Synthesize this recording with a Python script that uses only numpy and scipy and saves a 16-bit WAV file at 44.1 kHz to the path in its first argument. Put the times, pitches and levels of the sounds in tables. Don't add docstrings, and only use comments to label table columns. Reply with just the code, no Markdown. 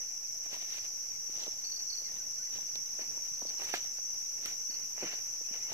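import sys
import numpy as np
from scipy import signal
from scipy.fft import rfft, irfft, next_fast_len
from scipy.io import wavfile
from scipy.ndimage import uniform_filter1d

SR = 44100
rng = np.random.default_rng(int(sys.argv[2]) if len(sys.argv) > 2 else 0)


def wrap_up_sound(samples):
    columns = np.atleast_2d(samples).T
    tamed = np.clip(columns, -1, 1)
    steps = np.round(tamed * 32767).astype(np.int16)
    wavfile.write(sys.argv[1], SR, steps)


N = 252693
LEFT_LAG_S, WALKER_LEFT_DB = .00014, -1.8


def gain_of(db):
    return 10 ** (np.asarray(db) / 20)


def unit_rms(x):
    return x / np.sqrt(np.mean(x ** 2) + 1e-20)


def wobble(noise, span):
    return unit_rms(uniform_filter1d(uniform_filter1d(noise, span), span))


def at_hz(points, hz):
    f, value = np.transpose(points)
    return np.interp(np.log(hz + 1), np.log(f + 1), value)


def envelope(points):
    return gain_of(np.interp(np.arange(N) / SR, *np.transpose(points)))


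def coloured(x, spectrum):
    size = next_fast_len(N)
    gain = gain_of(at_hz(spectrum, np.fft.rfftfreq(size, 1 / SR)))
    return unit_rms(irfft(rfft(x, size) * gain, size)[..., :N])


def bandpass(x, edges_hz, order):
    return signal.sosfilt(signal.butter(order, edges_hz, "band", fs=SR, output="sos"), x)


def resonate(x, hz, width_hz):
    r = np.exp(-np.pi * width_hz / SR)
    return 2 * signal.lfilter([1 - r], [1, -r * np.exp(2j * np.pi * hz / SR)], x).real


def add(mix, s, sound):
    part = mix[max(round(s * SR), 0):][:len(sound)]
    part += sound[:len(part)]


def at_ports(x, left_db):
    size = next_fast_len(N)
    lag = np.exp(-2j * np.pi * np.fft.rfftfreq(size, 1 / SR) * LEFT_LAG_S)
    late = irfft(rfft(x, size) * lag, size)[:N]
    return np.array([late * gain_of(left_db / 2), x * gain_of(-left_db / 2)])


def echoed(x, left_db, wet, t60_s):
    t = np.arange(SR // 4) / SR
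    echoes = rng.standard_normal((2, len(t))) * gain_of(-60 * t / t60_s)
    echoes /= np.linalg.norm(echoes[0])
    return at_ports(x, left_db) + wet * signal.oaconvolve(x[None], echoes, axes=1)[:, :N]


def diffuse(spectrum, balance, patchy_db, flicker_db):
    # (frequency [Hz], coherence [0..1])
    coherence = [(30, 0.64), (120, 0.6), (300, 0.26), (1500, 0.15), (3000, 0.46), (6000, 0.036),
                 (15000, 0.079)]
    frames, hz = N // 256 + 5, np.fft.rfftfreq(1024, 1 / SR)[:, None]
    right_re, right_im, own_re, own_im, drift = rng.standard_normal((frames, 513, 5)).T
    flicker = unit_rms(uniform_filter1d(drift, 60, axis=0))
    patches = unit_rms(uniform_filter1d(uniform_filter1d(drift, 10, axis=0), 12, axis=1))
    alike, lag = at_hz(coherence, hz), np.exp(-2j * np.pi * hz * LEFT_LAG_S)
    right = right_re + 1j * right_im
    left = alike * lag * right + np.sqrt(1 - alike ** 2) * (own_re + 1j * own_im)
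    side = gain_of(at_hz(balance, hz) / 2)
    bins = np.array([left * side, right / side])
    bins *= gain_of(at_hz(spectrum, hz) + patchy_db * patches + flicker_db * flicker)
    return unit_rms(signal.istft(bins, nperseg=1024, noverlap=768)[1][:, :N])


def air():
    # (frequency [Hz], relative density [dB])
    spectrum = [(25, 2), (50, -11), (70, 3.5), (120, 2), (340, -7), (700, -3.5), (1300, -21.5),
                (2300, -0.5), (3400, -19), (4500, -6), (6500, -60)]
    balance = [(30, -1.5), (300, -5.5), (4000, -1.0)]  # (frequency [Hz], left over right [dB])
    return gain_of(-65) * diffuse(spectrum, balance, patchy_db=3.0, flicker_db=1.5)


def cicada_chorus():
    # (frequency [Hz], relative density [dB])
    spectrum = [(4600, -32.5), (5050, -19), (5500, -3.5), (5880, 2), (6250, -4), (6500, -15.5),
                (6700, -19.5), (7300, -26.5), (7750, -21), (8400, -59), (10200, -78.5), (10900, -28.5),
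                (11750, -20.5), (12700, -29.5), (14300, -38), (15500, -44.5)]
    # (time [s], level [dB])
    swell = [(0, -40), (.9, -39.5), (3, -39), (5.73, -39)]
    # (frequency [Hz], left over right [dB])
    balance = [(4600, 0.5), (5300, -6.5), (5900, 2), (8000, -1.5), (11700, 3), (14000, 1)]
    return envelope(swell) * diffuse(spectrum, balance, patchy_db=0.6, flicker_db=0.5)


def near_cicada():
    # (time [s], level [dB])
    swell = [(0, -47), (1, -47), (2, -45), (2.8, -44), (3.6, -44), (4.4, -45), (5.1, -46.5), (5.73, -46)]
    # (frequency [Hz], resonance width [Hz], level [dB])
    tymbal = [(5880, 900, 0), (11760, 1200, -26)]
    burst_places = [-.02, .11, .28, .38, .48]
    bursts_db = [0, -6, -3, 0, -7]
    beat_hz, slowing_hz_per_s, burst_width_cycles = 12.59, .054, .055
    jitter_rad, drift_step_rad = .36, .05
    t = np.arange(N) / SR
    beat = t * beat_hz - .605 - slowing_hz_per_s / 2 * (t - 2.8) ** 2
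    gate = sum(gain_of(db) * np.exp(-(((beat - place + .5) % 1 - .5) / burst_width_cycles) ** 2)
               for place, db in zip(burst_places, bursts_db))
    gate = np.array([gate, np.roll(gate, 60)])
    jitter, drift = rng.standard_normal((2, 2, N))
    slip = jitter_rad * wobble(jitter, 50) + drift_step_rad * np.cumsum(drift, axis=1)
    song = 0
    for k, (hz, width_hz, db) in enumerate(tymbal, start=1):
        tone = gate * np.cos(2 * np.pi * hz * t + k * uniform_filter1d(slip, 30))
        air_sac = resonate(resonate(tone, hz, width_hz), hz, width_hz)
        song += gain_of(db) * unit_rms(air_sac)
    return envelope(swell) * song


def birds():
    # (time [s], length [s], start pitch [Hz], end pitch [Hz], level [dB])
    notes = [(0.103, 0.047, 710, 730, -65), (0.235, 0.03, 2540, 2500, -62), (0.337, 0.03, 673, 650, -63),
             (1.79, 0.03, 2580, 2550, -60), (2.048, 0.045, 2110, 2020, -57),
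             (2.074, 0.045, 1850, 1890, -59), (2.16, 0.04, 1890, 1840, -61), (2.195, 0.03, 1570, 1470, -60),
             (2.383, 0.055, 1430, 1570, -61), (2.422, 0.028, 1770, 1820, -60),
             (2.458, 0.035, 2080, 1940, -58), (5.437, 0.035, 2420, 2760, -55),
             (5.475, 0.035, 2730, 2700, -60), (5.595, 0.04, 2540, 2390, -59),
             (5.63, 0.075, 2195, 2160, -57.5)]
    out = np.zeros(N)
    for s, length_s, from_hz, to_hz, db in notes:
        hz = np.linspace(from_hz, to_hz, round(length_s * SR))
        whistle = np.sin(2 * np.pi * np.cumsum(hz) / SR)
        add(out, s, gain_of(db) * whistle * signal.windows.tukey(len(hz), .7))
    return echoed(out, left_db=-0.5, wet=0.4, t60_s=0.1)


def movement():
    # (peak time [s], swell [s], leaves [dB], ground [dB], swish [dB], crisp treble [dB])
    moves = [(0.535, 0.037, -56.5, -58, -57.5, -60), (0.59, 0.059, -61, -73, -57.5, -68),
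             (0.779, 0.12, -53.5, -62.5, -53, -59), (1.436, 0.05, -55.5, -55.5, -49.5, -61),
             (2.161, 0.11, -62.5, -64.5, -62, -75), (2.565, 0.035, -58, -63, -55.5, -65),
             (3, 0.0096, -53.5, -56.5, -62, -85), (3.15, 0.053, -60, -62.5, -81, -90),
             (3.5, 0.18, -63, -61.5, -61.5, -75), (3.64, 0.074, -50, -53.5, -53.5, -52),
             (3.695, 0.04, -54, -63, -57, -55), (3.748, 0.037, -45.5, -53.5, -45.5, -52),
             (4.462, 0.025, -53, -60.5, -53, -52), (4.72, 0.074, -61, -69.5, -82, -96),
             (5.042, 0.034, -46, -51.5, -56, -88), (5.119, 0.048, -48.5, -56.5, -53.5, -71),
             (5.575, 0.097, -55, -62, -62, -93), (5.722, 0.017, -41, -44, -48, -52.5)]
    shuffle_db = [-67.5, -72.5, -96.5, -106]
    briskness = [1.0, 1.0, 1.2, 1.8]
    base_swell_db, base_decay_db_per_s = 8.5, 134.5
    t = np.arange(N) / SR
    power = np.ones(N) * gain_of(shuffle_db)[:, None] ** 2
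    for s, swell_s, *levels_db in moves:
        rise_db = base_swell_db * (t - s) / max(swell_s, .01)
        shape_db = np.where(t < s, rise_db, base_decay_db_per_s * (s - t))
        power += (gain_of(levels_db)[:, None] * gain_of(np.outer(briskness, shape_db))) ** 2
    return np.sqrt(power)


def leaf_ring(crackles):
    pitches_hz, ring_share = np.geomspace(1200, 3300, 12), .6
    leaf = rng.integers(0, 12, crackles.shape)
    rings = sum(resonate(crackles * (leaf == k), hz, width_hz=260) for k, hz in enumerate(pitches_hz))
    return ring_share * unit_rms(rings) + (1 - ring_share) * unit_rms(crackles)


def rustle():
    # (frequency [Hz], relative density [dB])
    leaves = [(600, -30.5), (1300, -2), (2300, 9), (3000, 9.5), (3800, -56)]
    # (frequency [Hz], relative density [dB])
    ground = [(80, -14), (180, -5), (400, 1), (800, 1.5), (1300, -5), (2500, -59)]
    # (frequency [Hz], relative density [dB])
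    swish = [(2400, -18), (3100, 0), (5000, -1), (7500, -7), (8600, -35)]
    # (frequency [Hz], relative density [dB])
    crisp = [(6500, -14.5), (8000, -10.5), (9300, -16.5), (12000, -11), (15500, -16.5)]
    layers = [(leaves, 5000, 2.3, .7), (ground, 2500, 1.2, .4),
              (swish, 3000, 3.2, 1.3), (crisp, 2000, 2.9, 1.3)]
    clump_db, clump_s = 2.5, 0.03
    clumps = unit_rms(gain_of(clump_db * wobble(rng.standard_normal(N), round(clump_s * SR))))
    out = 0
    for gain, (spectrum, crackles_per_s, spread_db, scatter) in zip(movement(), layers):
        size = gain_of(spread_db * np.minimum(rng.exponential(1, (3, N)), 5))
        crackles = size * (rng.random((3, N)) < crackles_per_s / SR) * rng.standard_normal((3, N))
        if spectrum is leaves:
            crackles = leaf_ring(crackles)
        layer = coloured(crackles, spectrum) * gain * clumps
        direct, scattered = layer[0], layer[1:] * gain_of([[WALKER_LEFT_DB], [0]])
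        out += at_ports(direct, WALKER_LEFT_DB) + scatter * scattered
    return out


def knocks():
    # (time [s], peak [dB], pitch [Hz])
    blows = [(0.458, -47.5, 680), (1.292, -48, 290), (1.465, -42, 646), (1.476, -37, 436),
             (2.017, -49, 455), (2.558, -48, 760), (2.583, -45, 680), (2.7534, -44, 800),
             (2.989, -38.5, 610), (3.016, -50, 251), (3.173, -42.5, 654), (3.417, -38, 715),
             (3.422, -44, 260), (3.449, -40.5, 564), (3.454, -50, 257), (3.596, -41, 708),
             (3.618, -36.5, 745), (3.7364, -24, 720), (3.985, -46.5, 600), (4.453, -46, 318),
             (4.695, -52, 270), (4.977, -41, 790), (5.023, -33, 544), (5.028, -31.5, 390),
             (5.036, -33.5, 357), (5.042, -36, 315), (5.056, -46, 171), (5.409, -44.5, 457),
             (5.507, -47.5, 200), (5.557, -48, 505), (5.707, -50, 109), (5.717, -39, 597)]
    onset_s, blow_width_s, crumble_t60_s = .003, .00043, .035
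    out, t = np.zeros(N), np.arange(SR // 10) / SR
    for s, db, hz in blows:
        blow = np.exp(-((t - onset_s) / blow_width_s) ** 2)
        crumble = 1.2 * rng.standard_normal(len(t)) * gain_of(-60 * t / crumble_t60_s) * (t > onset_s)
        force = blow + crumble
        thud = resonate(force, hz, 0.63 * hz) + 0.18 * resonate(force, 0.48 * hz, 0.24 * hz)
        thud = bandpass(thud, [.55 * hz, 2.8 * hz], order=2)
        add(out, s, gain_of(db) * thud / abs(thud).max())
    return at_ports(out, WALKER_LEFT_DB)


def twig_snaps():
    # (time [s], woody peak [dB], sharp over woody [dB], thin over woody [dB])
    snaps = [(0.5248, -58, 11, 0), (0.531, -49, -6, -8), (1.3098, -56, 8, 10), (1.4052, -60, 24, -10),
             (2.7147, -51, -12, -20), (2.7558, -47, 21, -1), (2.9905, -42.5, -19, -30),
             (3.5055, -48, -1, 4), (3.597, -42, -18, -15), (3.62, -37.5, -3, -9), (3.731, -39, -4, 1),
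             (3.7392, -23, -11, -11), (3.7417, -32, -3, -5), (3.7437, -30, -6, -11),
             (3.9834, -43, -25, -34), (4.426, -48, -8, -18), (4.4578, -37, 3, 3), (4.4592, -40, 0, 4),
             (4.4615, -45, 0, 4), (4.978, -39.5, -20, -33), (5.053, -42, -15, -30)]
    bands_hz = [(1300, 2700), (3000, 5500), (8000, 15300)]
    crack_s, splinter_s = .0006, .015
    out, t = np.zeros(N), np.arange(SR // 8) / SR
    for s, db, sharp_db, thin_db in snaps:
        crack = rng.standard_normal(len(t)) * (np.exp(-t / crack_s) + .07 * np.exp(-t / splinter_s))
        for edges_hz, band_db in zip(bands_hz, (0, sharp_db, thin_db)):
            band = bandpass(crack, edges_hz, order=4)
            add(out, s, gain_of(db + band_db) * band / abs(band).max())
    return echoed(out, left_db=-3.5, wet=.25, t60_s=.04)


def tackle():
    # (time [s], level [dB], upper mode over first [dB])
    tinkles = [(0.87, -58, -10), (0.95, -64, -8), (1.05, -65, -10), (1.52, -57, -10), (1.64, -41.5, -3),
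               (1.655, -46, -2), (1.679, -51, -14), (1.716, -39, -14), (1.757, -40, 4), (1.792, -47, -6),
               (1.829, -48, -9), (1.864, -53, -11), (1.897, -39.5, 1), (1.922, -34, -12), (1.97, -43, -8),
               (1.995, -47, -15), (2.039, -46.5, -4), (2.058, -43, -11), (2.346, -56, 5), (2.67, -60, -7),
               (2.715, -57, 2), (2.955, -62, 3), (3.01, -54, -2), (3.462, -49, 8), (3.483, -50, 2),
               (3.572, -56, -6), (4.696, -50, 8), (4.734, -47, -5), (4.821, -55, -8), (4.862, -60, 2),
               (4.999, -46, -8), (5.03, -57, -7), (5.08, -59, 4), (5.13, -55, -4), (5.195, -62, 6),
               (5.41, -64, 5), (5.461, -61, -8)]
    # (frequency [Hz], t60 [s])
    modes = [(4460, 0.11), (4478, 0.13), (4783, 0.07)]
    touch_s, second_mode_db, sway_step_rad, chatter_db = .005, -9, .045, 2.2
    stir_db, stirs_per_s = -74.5, 46
    out, t = np.zeros(N), np.arange(SR // 3) / SR
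    attack = 1 - np.exp(-(t / touch_s) ** 2)
    draws = rng.random((round(stirs_per_s * N / SR), 2))
    stirs = [(when * N / SR, stir_db + 12 * strength, 0) for when, strength in draws]
    for k, (hz, t60_s) in enumerate(modes):
        ring = np.zeros(N)
        for s, db, upper_db in tinkles + stirs:
            mode_db = (0, second_mode_db, upper_db)[k]
            add(ring, s, gain_of(db + mode_db - 60 * t / t60_s) * attack)
        sway = sway_step_rad * uniform_filter1d(np.cumsum(rng.standard_normal(N)), 100)
        out += ring * np.sin(2 * np.pi * hz * np.arange(N) / SR + sway)
    out *= gain_of(chatter_db * wobble(rng.standard_normal(N), 200))
    return echoed(out, left_db=-7.0, wet=0.4, t60_s=0.15)


def scene():
    forest = air() + cicada_chorus() + near_cicada() + birds()
    return forest + rustle() + knocks() + twig_snaps() + tackle()


def record(dry):
    low_cut_hz, edge_hz, dc_offset = 45, 15550, .00107
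    thin = signal.sosfilt(signal.butter(2, low_cut_hz, "high", fs=SR, output="sos"), dry)
    band_limit = signal.firwin(1023, edge_hz, window=("kaiser", 11), fs=SR)
    return dc_offset + signal.oaconvolve(thin, band_limit[None], "same")


dry = scene()
out = record(dry)
wrap_up_sound(out)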